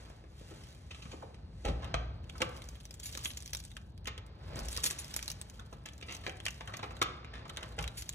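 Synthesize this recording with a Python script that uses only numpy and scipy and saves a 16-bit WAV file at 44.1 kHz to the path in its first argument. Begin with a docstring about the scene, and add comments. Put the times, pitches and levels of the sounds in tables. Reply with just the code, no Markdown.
"""In a walled porch a front door is pulled shut, then a hand works a bunch of keys into the lock and turns the bolt.
Keys clink from short grazing clicks that excite damped ringing modes, and jingle when they hang free.
Latch, knob and bolt knock through the modes of the door leaf, soft pushes thump it, and the seal chirps downwards.
Shaped grains make rubbing, swish and key chatter; swelling filtered noise makes the far traffic rumble below.
A hand-held pair of microphone ports hears it all with a phase twist between the sides."""
import sys
import numpy as np
from scipy import signal
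from scipy.fft import rfft, irfft, next_fast_len
from scipy.io import wavfile
from scipy.ndimage import uniform_filter1d

SR = 44100
rng = np.random.default_rng(int(sys.argv[2]) if len(sys.argv) > 2 else 0)


def file_out(sig):
    """Save sig as 16-bit WAV at sys.argv[1]."""
    # one column per channel
    cols = np.atleast_2d(sig).T
    # limit, then scale
    lim = np.clip(cols, -1, 1)
    pcm = np.round(lim * 32767).astype(np.int16)
    wavfile.write(sys.argv[1], SR, pcm)


N = 358974
SIZE = next_fast_len(N + SR)  # FFT length, padded by at least a second
HZ = np.maximum(np.fft.rfftfreq(SIZE, 1 / SR), 1)
GRAZE_S = .003  # light touching before a contact lands


def amp(db):
    """dB to gain."""
    return 10 ** (np.asarray(db) / 20)


def rms_one(x):
    """Scale to rms 1."""
    return x / np.sqrt(np.mean(x ** 2) + 1e-20)


def peak_one(x):
    """Scale to peak 1."""
    return x / np.abs(x).max()


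def over_hz(table):
    """Columns of a frequency table on the FFT grid, interpolated over log frequency."""
    hz, *columns = np.transpose(table)
    return [np.interp(np.log(HZ), np.log(hz), column) for column in columns]


def in_time(table):
    """Columns of a time table at every sample."""
    s, *columns = np.transpose(table)
    return [np.interp(np.arange(N) / SR, s, column) for column in columns]


def coloured(x, spectrum):
    """Give white input the spectrum; rms 1."""
    gain = amp(over_hz(spectrum)[0])
    return rms_one(irfft(rfft(x, SIZE) * gain, SIZE)[:N])


def grains(per_s, spread_db):
    """Random clicks of uneven size and either sign; rms 1."""
    sizes = amp(spread_db * np.minimum(rng.exponential(1, N), 4)) * rng.choice([-1, 1], N)
    return rms_one(sizes * (rng.random(N) < per_s / SR))


def ring(x, hz, t60):
    """A two-pole resonator: a unit click sets a decaying sine of height 1 ringing."""
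    r, w = amp(-60 / (t60 * SR)), 2 * np.pi * hz / SR
    return signal.lfilter([0, np.sin(w)], [1, -2 * r * np.cos(w), r * r], x + 1e-18)


def chatter(length):
    """A contact grazes for a moment, lands with one click and dies in a rattle of smaller ones."""
    t = np.arange(SR // 4) / SR - GRAZE_S
    shape = np.where(t < 0, np.exp(t / GRAZE_S * 2), np.exp(-t / max(length, .0005)))
    sparse = rng.standard_normal(len(t)) ** 3 * (rng.random(len(t)) < .3)
    clicks = sparse * shape * 0.11 * min(1, length / 0.0044)
    clicks[round(GRAZE_S * SR)] = min(1, 0.003 / length)  # a long rattle has no dominant click
    return clicks


def struck(clicks, modes):
    """Every blow lands on another spot and so weighs the modes anew."""
    chance_db = rng.normal(0, 3.5, len(modes))
    return sum(amp(db + more_db) * ring(clicks, hz, t60)
               for (hz, db, t60), more_db in zip(modes, chance_db))


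def crack(clicks, low_hz, high_hz):
    """The broad dry edge of a contact: its clicks through a band-pass; peak 1."""
    band = signal.butter(2, [low_hz, min(high_hz, .45 * SR)], "band", fs=SR, output="sos")
    return peak_one(signal.sosfilt(band, clicks))


def add(out, s, sound):
    """Mix a contact in so that its graze ends at the given time."""
    at = round((s - GRAZE_S) * SR)
    out[at:][:len(sound)] += sound[:N - at]


# Colour of the far traffic. Each row: frequency in Hz, relative level in dB.
TRAFFIC_COLOUR = [(25, -39), (53, 9), (80, 5), (157, -4), (326, -18), (900, -25.5), (2000, -45.5),
                  (4500, -35.5), (9000, -108), (16000, -43)]
# Traffic swelling and fading. Each row: time in seconds, level in dB.
TRAFFIC_SWELL = [(0, -54), (1.5, -49), (2.1, -43.5), (2.7, -50.5), (4.3, -48.5), (4.7, -48.5), (5.6, -50.5),
                 (8.14, -50.5)]


def traffic():
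    """Far traffic: coloured noise that swells slowly, in two independent fields."""
    rumble = np.array([coloured(rng.standard_normal(N), TRAFFIC_COLOUR) for field in range(2)])
    return amp(in_time(TRAFFIC_SWELL)[0]) * rumble


# Colour of the rubbing. Each row: frequency in Hz, relative level in dB.
RUB_COLOUR = [(70, 18.5), (300, 5.5), (600, 5), (1300, 0.5), (2500, -7.5), (5000, -7.5), (10000, -69)]
# How strongly hand, seal and shoes rub. Each row: time in seconds, level in dB.
RUBBING = [(0, -52.5), (.3, -65), (.55, -56), (.8, -63), (1.2, -61), (1.58, -64.5), (1.85, -48.5),
           (2.2, -62), (2.55, -51), (2.85, -65.5), (3.3, -59), (3.65, -116), (4.02, -66.5), (4.38, -58),
           (4.58, -38.5), (4.7, -54), (5.95, -62), (6.1, -54), (6.58, -60), (6.85, -52), (7.7, -52.5),
           (7.85, -55.5), (8.14, -65)]


def rubbing():
    """Hand, seal and shoes rub: dense small clicks, coloured, make a grainy noise."""
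    return amp(in_time(RUBBING)[0]) * coloured(grains(per_s=1200.0, spread_db=1.5), RUB_COLOUR)


# The arm or the bunch swings. Each row: start in seconds, hold in seconds,
# level of cloth and tassel swish in dB, level of small key chatter in dB.
SWINGS = [(0, 0.0052, -63, -65), (0.423, 0.28, -63.5, -65.5), (0.98, 0.15, -61, -93),
          (1.647, 0.027, -63.5, -79), (2.392, 0.36, -67.5, -60.5), (2.763, 0.11, -89, -82),
          (3.106, 0.13, -64, -50), (3.503, 0.062, -85, -55.5), (4.634, 0.097, -59, -49.5),
          (4.875, 0.36, -56.5, -56), (5.463, 0.23, -97, -67.5), (5.91, 0.03, -90, -74),
          (6.14, 0.011, -72, -56), (6.516, 0.017, -62.5, -58), (6.86, 0.043, -93, -64),
          (7.637, 0.012, -87, -60.5), (8.006, 0.18, -66, -56)]
SWING_RISE_DB_PER_S, SWING_FALL_DB_PER_S = 99, 59


def swings():
    """Each swing swells, holds and fades; returns swish and chatter levels in dB, swings added as power."""
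    start, hold, *levels = np.transpose(SWINGS)[:, :, None]
    t = np.arange(0, N / SR + .01, .005)
    rise_db = -SWING_RISE_DB_PER_S * np.maximum(start - t, 0)
    fall_db = -SWING_FALL_DB_PER_S * np.maximum(t - start - hold, 0)
    powers = [np.sum(amp(db + rise_db + fall_db) ** 2, axis=0) for db in levels]
    return in_time(np.transpose([t] + [10 * np.log10(power) for power in powers]))


# Colour of cloth and tassel. Each row: frequency in Hz, relative level in dB.
SWISH_COLOUR = [(800, -8), (2000, -2.5), (5000, -3.5), (8000, -8), (12000, -12), (16000, -66)]


def swish(level_db):
    """Cloth and tassel brush past: very dense, fairly even grains make a smooth hiss."""
    return amp(level_db) * coloured(grains(per_s=3200.0, spread_db=0.5), SWISH_COLOUR)


def key_chatter(level_db):
    """Small uneven touches in the bunch, in clumps; each is a tick of a few cycles at one or two pitches."""
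    drift = rms_one(uniform_filter1d(rng.standard_normal(N), size=500))
    touches = amp(5 * np.minimum(drift, 2)) * grains(per_s=1500.0, spread_db=3.5)
    pitches = np.geomspace(3200, 15000, 10)
    dealt = rng.integers(0, len(pitches), (2, N))  # two pitch draws per touch
    ticks = np.zeros(N)
    for k, hz in enumerate(pitches):
        chosen = touches * (dealt == k).any(axis=0)
        ticks += ring(chosen, hz, 18.0 / hz) * (hz / 6000) ** 0.3
    return amp(level_db) * rms_one(ticks)


# Modes of the door leaf. Each row: frequency in Hz, level in dB, 60 dB decay in seconds.
DOOR_MODES = [(59.2, -10.5, 0.9), (75.7, -3.5, 0.2), (116.7, -12, 1), (159, 2, 0.19), (197, -11, 0.11),
              (300, -25.5, 0.25), (417, -38, 0.25), (510, -0.5, 0.065), (720, -1.5, 0.073),
              (786, -24, 0.076), (1110, -42, 0.11), (1290, 15.5, 0.013), (1600, 1, 0.011)]
# Latch, knob, bolt and shoes. 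Each row: time in seconds, level in dB, colour in Hz, chatter length in seconds.
KNOCKS = [(0.101, -48.5, 725, 0.0032), (0.24, -50.5, 610, 0.0044), (0.413, -45, 235, 0.0026),
          (0.512, -46, 378, 0.0089), (0.91, -41, 2720, 0.01), (0.947, -42, 2860, 0.0052),
          (1.022, -45, 3020, 0.01), (1.055, -41.5, 169, 0.0064), (1.117, -43, 3000, 0.0058),
          (1.131, -45, 408, 0.0035), (1.345, -47, 3250, 0.001), (1.65, -31, 580, 0.026),
          (1.683, -31, 300, 0.0092), (1.688, -49, 2170, 0.0059), (1.823, -38, 1050, 0.037),
          (1.943, -21.5, 980, 0.0019), (2.353, -45.5, 1250, 0.013), (2.406, -32, 855, 0.0062),
          (2.4186, -28.5, 504, 0.0059), (2.424, -28.5, 1420, 0.0033), (3.154, -51, 430, 0.0072),
          (3.174, -41.5, 1260, 0.0028), (3.767, -47.5, 1600, 0.0058), (4.072, -31, 2370, 0.0068),
          (4.179, -42.5, 1550, 0.01), (4.78, -36, 1400, 0.0032), (4.841, -41, 1430, 0.029),
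          (4.901, -37.5, 2080, 0.02), (5.593, -44, 1480, 0.018), (5.727, -43.5, 895, 0.0069),
          (5.858, -38, 2880, 0.014), (6.027, -39, 2800, 0.0041), (6.084, -39, 2620, 0.042),
          (6.239, -44, 2150, 0.01), (6.266, -26, 2110, 0.00073), (6.276, -38.5, 543, 0.0096),
          (6.609, -34, 1570, 0.001), (6.678, -41.5, 1290, 0.039), (6.739, -33.5, 2140, 0.0036),
          (6.794, -38, 1550, 0.0052), (6.829, -32, 990, 0.012), (6.909, -41, 1370, 0.0057),
          (7.0171, -21, 1470, 0.0088), (7.019, -36.5, 510, 0.01), (7.247, -40, 1950, 0.0021),
          (7.337, -39, 1800, 0.042), (7.456, -41.5, 1070, 0.0061), (7.502, -42.5, 1280, 0.0019),
          (7.572, -37.5, 1530, 0.022), (7.627, -40.5, 1110, 0.014), (7.782, -38, 710, 0.0082),
          (7.787, -31.5, 1035, 0.03)]
KNOCK_CYCLES = 5  # cycles of the colour until it is 60 dB down
LEAF_DB, PANEL_DB, PANEL_T60_S = -5, -3.5, 0.042


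def knocks():
    """Colour, crack, leaf modes and dense nearby modes as dying noise; small parts skip the four lowest modes."""
    out, t = np.zeros(N), np.arange(SR // 8) / SR
    for s, level_db, hz, length in KNOCKS:
        clicks = chatter(length)
        colour = amp(4.0) * peak_one(ring(clicks, hz, KNOCK_CYCLES / hz))
        edge_db = 6 + 0.34 * (level_db + 23.5)  # harder blows crack more
        edge = amp(edge_db) * crack(clicks, 0.68 * hz, 3430)
        leaf = amp(LEAF_DB) * peak_one(struck(clicks, DOOR_MODES[4:]))
        dying_noise = rng.standard_normal(len(t)) * amp(-60 * t / PANEL_T60_S)
        dense = signal.fftconvolve(clicks, dying_noise)[:len(clicks)]
        panel = amp(PANEL_DB) * crack(dense, 0.47 * hz, 1.97 * hz)
        add(out, s, amp(level_db) * (colour + edge + leaf + panel))
    return out


# Rubber seal peeling with a falling chirp. Each row: time in seconds, level in dB, from Hz, towards Hz.
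SQUEAKS = [(1.133, -42, 1505, 187), (1.225, -40.5, 1600, 410)]


def squeaks():
    """The peeling seal gives a tone of rough loudness that glides down mostly within 20 ms."""
    out, t = np.zeros(N), np.arange(SR // 20) / SR
    swell = peak_one(t * np.exp(-t / 0.0067))
    for s, level_db, from_hz, to_hz in SQUEAKS:
        hz = to_hz + (from_hz - to_hz) * np.exp(-t / 0.0064)
        rough_db = 3.5 * rms_one(uniform_filter1d(rng.standard_normal(len(t)), size=60))
        tone = np.sin(2 * np.pi * np.cumsum(hz) / SR)
        add(out, s, amp(level_db + rough_db) * tone * swell)
    return out


# Door leaf meeting frame and seal, or leant on. Each row: start in seconds, level in dB, push length in seconds.
THUMPS = [(1.652, -23.5, 0.01), (1.676, -25, 0.0084), (1.944, -26.5, 0.01), (2.002, -22, 0.027),
          (4.609, -21.5, 0.02), (7.79, -32.5, 0.0082)]


def thumps():
    """A soft push, one smooth raised-cosine hump, drives all modes of the door leaf."""
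    push = np.zeros(N)
    for s, level_db, length in THUMPS:
        shape = np.hanning(max(round(length * SR), 8))
        push[round(s * SR):][:len(shape)] += amp(level_db) * shape / shape.sum()
    return sum(amp(level_db) * ring(push, hz, t60) for hz, level_db, t60 in DOOR_MODES)


# Bending modes of freely hanging keys. Each row: frequency in Hz, level in dB, 60 dB decay in seconds.
KEY_MODES = [(4850, -6, .025), (5740, -11, .04), (6880, -9, .05), (7106, -7, .09), (7195, -8, .09),
             (9460, -14, .06), (10700, -3, .06), (11260, -4, .1), (12670, -5, .06), (14220, -12, .05)]
# Keys touching each other or the lock face. Each row: time in seconds, level in dB, colour in Hz.
CLINKS = [(1.653, -29, 3870), (1.845, -37.5, 3600), (2.243, -50.5, 3300), (2.2975, -34.5, 3440),
          (2.382, -44, 5700), (2.405, -40, 3040), (2.4195, -17.5, 2980), (2.574, -47, 6030),
          (2.6202, -37, 3930), (2.6422, -44, 6400), (2.6886, -37.5, 6400), (2.854, -38.5, 5730),
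          (2.91, -39, 5270), (2.942, -37.5, 8000), (2.999, -37, 7650), (3.033, -42, 6640),
          (3.127, -41, 7000), (3.1516, -32, 4130), (3.1754, -30, 6570), (3.249, -28, 6700),
          (3.2574, -23, 3300), (3.305, -36, 3820), (3.3726, -29.5, 6900), (3.377, -35, 7200),
          (3.4049, -38.5, 6500), (3.4245, -34.5, 8900), (3.46, -37, 6400), (3.478, -38.5, 5900),
          (3.5066, -44, 7900), (3.5333, -26.5, 6100), (3.55, -25.5, 5600), (3.571, -33.5, 7400),
          (3.602, -40, 5880), (3.6394, -43, 8040), (3.651, -36.5, 9100), (3.7165, -43, 3900),
          (3.7686, -31.5, 3400), (3.978, -50, 5000), (4.046, -49, 6400), (4.057, -36.5, 3020),
          (4.074, -31, 6170), (4.1792, -37.5, 3540), (4.2653, -50, 8700), (4.592, -33.5, 6160),
          (4.6496, -53, 6000), (4.6855, -30.5, 5940), (4.712, -42, 7760), (4.7295, -30, 9300),
          (4.765, -28.5, 5440), (4.775, -24.5, 5400), (4.8402, -19, 8000), (4.8554, -23, 7400),
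          (4.8652, -27.5, 7060), (4.903, -31, 5950), (4.91, -24.5, 8150), (5.0455, -36.5, 5530),
          (5.0821, -44, 7000), (5.1106, -57, 8000), (5.1408, -28.5, 5850), (5.1644, -20.5, 12700),
          (5.1918, -32, 3020), (5.228, -30, 6000), (5.235, -46, 6500), (5.244, -42, 7540),
          (5.259, -38, 6000), (5.28, -27, 4350), (5.3019, -28, 5650), (5.3167, -29.5, 6400),
          (5.4149, -28.5, 8300), (5.4996, -42, 7150), (5.597, -41, 3500), (5.7302, -47.5, 6600),
          (5.859, -37, 6800), (5.8877, -37.5, 3280), (5.9352, -49, 6530), (5.9806, -49, 7500),
          (6.013, -40, 3430), (6.1245, -33.5, 6600), (6.1508, -37, 6460), (6.168, -39, 6000),
          (6.278, -41, 7100), (6.296, -33, 3070), (6.311, -49, 3200), (6.4025, -36, 3550),
          (6.455, -29, 5000), (6.4652, -21.5, 3020), (6.483, -27, 2840), (6.5068, -38, 6600),
          (6.607, -53, 2870), (6.676, -36.5, 3130), (6.77, -34.5, 6700), (6.9683, -43.5, 3870),
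          (6.9918, -55, 7000), (7.017, -23.5, 3990), (7.026, -24.5, 7000), (7.481, -48, 7000),
          (7.496, -33, 3700), (7.5637, -40, 3400), (7.5719, -25.5, 3760), (7.631, -31, 3470),
          (7.79, -27.5, 3070), (7.81, -39, 9100), (7.827, -36, 6000), (7.841, -31, 3100),
          (7.8784, -27.5, 3850), (8.023, -33.5, 6150), (8.0926, -24.5, 7300)]
CLINK_CHATTER_S, CLINK_CYCLES = 0.0026, 16.2  # cycles of the colour until it is 60 dB down


def clinks():
    """A short colour of its own, a crack brighter for high contacts, and key modes damped by the grip."""
    out = np.zeros(N)
    gripped = [(hz, db, 0.011 * t60) for hz, db, t60 in KEY_MODES]
    for s, level_db, hz in CLINKS:
        clicks = chatter(CLINK_CHATTER_S)
        colour = peak_one(ring(clicks, hz, CLINK_CYCLES / hz))
        keys_db = 3.5 - 14 * (hz < 4000)  # low clinks are the lock face, not the keys
        keys = amp(keys_db) * peak_one(struck(clicks, gripped))
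        edge = amp(1.5) * crack(clicks, 0.31 * hz, 2.09 * hz)
        add(out, s, amp(level_db) * (colour + keys + edge))
    return out


# Keys hanging free and struck so that they ring on. Each row: start in seconds, level in dB,
# rattle swell time in seconds.
JINGLES = [(3.029, -38, 0.004), (3.054, -31.5, 0.0054), (3.237, -37, 0.011), (4.715, -42, 0.0034),
           (4.824, -39, 0.0043), (4.835, -24.5, 0.004), (4.857, -23.5, 0.0048), (4.898, -37.5, 0.0069),
           (4.984, -32.5, 0.0049), (5.161, -36.5, 0.0057), (7.971, -35.5, 0.0076)]


def jingles():
    """Free keys rattle together in a burst that swells and dies, and ring on with their bending modes."""
    out, t = np.zeros(N), np.maximum(np.arange(SR // 4) / SR - GRAZE_S, 0)
    for s, level_db, swell in JINGLES:
        clicks = rng.standard_normal(len(t)) ** 3 * (t * np.exp(-t / swell)) ** 0.59
        ringing = peak_one(struck(clicks, KEY_MODES))
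        add(out, s, amp(level_db) * (ringing + amp(5.5) * crack(clicks, 2000, 12500)))
    return out


PORCH_T60_S, PORCH_DB = 0.58, -11  # decay of the lows, echo level
PORCH_DULL_HZ, PORCH_MID_T60_S = 1800, 0.36  # above this, an extra decay on top
PORCH_TOP_HZ, PORCH_TOP_T60_S = 6500, .1  # above this, a faster extra decay instead


def porch(near, sent):
    """Direct sound plus wall echoes, treble dying sooner; short allpass paths scatter the second field's phase."""
    t = np.arange(SR) / SR
    white = rng.standard_normal((2, SR))
    low = signal.lfilter(*signal.butter(1, PORCH_DULL_HZ, fs=SR), white)
    below_top = signal.lfilter(*signal.butter(2, PORCH_TOP_HZ, fs=SR), white)
    middle = (below_top - low) * amp(-60 * t / PORCH_MID_T60_S)
    top = (white - below_top) * amp(-60 * t / PORCH_TOP_T60_S)
    tails = (low + middle + top) * amp(-60 * t / PORCH_T60_S) * (t > .007)  # echoes start after 7 ms
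    tails *= amp(PORCH_DB) / np.sqrt(np.sum(tails ** 2, axis=1, keepdims=True))
    fields = near + signal.fftconvolve(sent[None], tails, axes=1)[:, :N]
    for lag in (23, 71, 149):  # samples
        path = np.r_[1, np.zeros(lag - 1), -.4]
        fields[1] = signal.lfilter(path[::-1], path, fields[1])
    return fields


# The port pair. Each row: frequency in Hz, phase lead of the left in radians,
# likeness of the sides from 0 to 1, left over right in dB.
PORTS = [(60, 0, .999, .4), (170, -.15, .97, 1.5), (400, -.4, .75, 2.5), (700, -.7, .4, -.5),
         (1150, -3.1, .15, -.5), (1600, -6.0, .6, 1.5), (2000, -5.6, .7, .3), (3000, -4.3, .65, -.4),
         (3800, -4.2, .5, -.4), (4600, -3.2, .8, -1.2), (5350, -2.6, .7, .3), (5900, .7, .85, 0),
         (8000, 1.5, .88, 0), (12500, 2.8, .9, 0), (17000, 3.14, .95, 0)]


def two_sides(fields):
    """The sides share one field and differ by a second one, mixed by their likeness at each frequency."""
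    shared, other = rfft(fields, SIZE)
    alike = over_hz(PORTS)[1]
    shared, other = shared * np.sqrt((1 + alike) / 2), other * np.sqrt((1 - alike) / 2)
    return irfft([shared + other, shared - other], SIZE)[:, :N]


KEYS_DRIER_DB = 7  # keys send this much less into the echoes


def scene():
    """Near sounds through the porch, plus traffic, spread over two sides."""
    swish_db, chatter_db = swings()
    keys = clinks() + jingles() + key_chatter(chatter_db)
    door = knocks() + thumps() + squeaks()
    rub = rubbing()
    brush = swish(swish_db)
    far = traffic()
    near = keys + door + rub + brush
    sent = amp(-KEYS_DRIER_DB) * keys + door + rub + brush
    return two_sides(porch(near, sent) + far)


CUTOFF_HZ = 16650  # from here up the top is at least 70 dB down


def record(dry):
    """The ports twist the phase and tilt the balance by frequency; the deepest bass and the top are cut."""
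    lead, alike, balance_db = over_hz(PORTS)
    half = np.exp(.5j * lead) * amp(balance_db / 2)  # each side takes half the difference
    wet = irfft(rfft(dry, SIZE) * [half, 1 / half], SIZE)[:, :N]
    wet = signal.sosfilt(signal.butter(4, 42, "high", fs=SR, output="sos"), wet)
    return signal.sosfilt(signal.cheby2(14, 70, CUTOFF_HZ, fs=SR, output="sos"), wet)


dry = scene()
out = record(dry)
file_out(out)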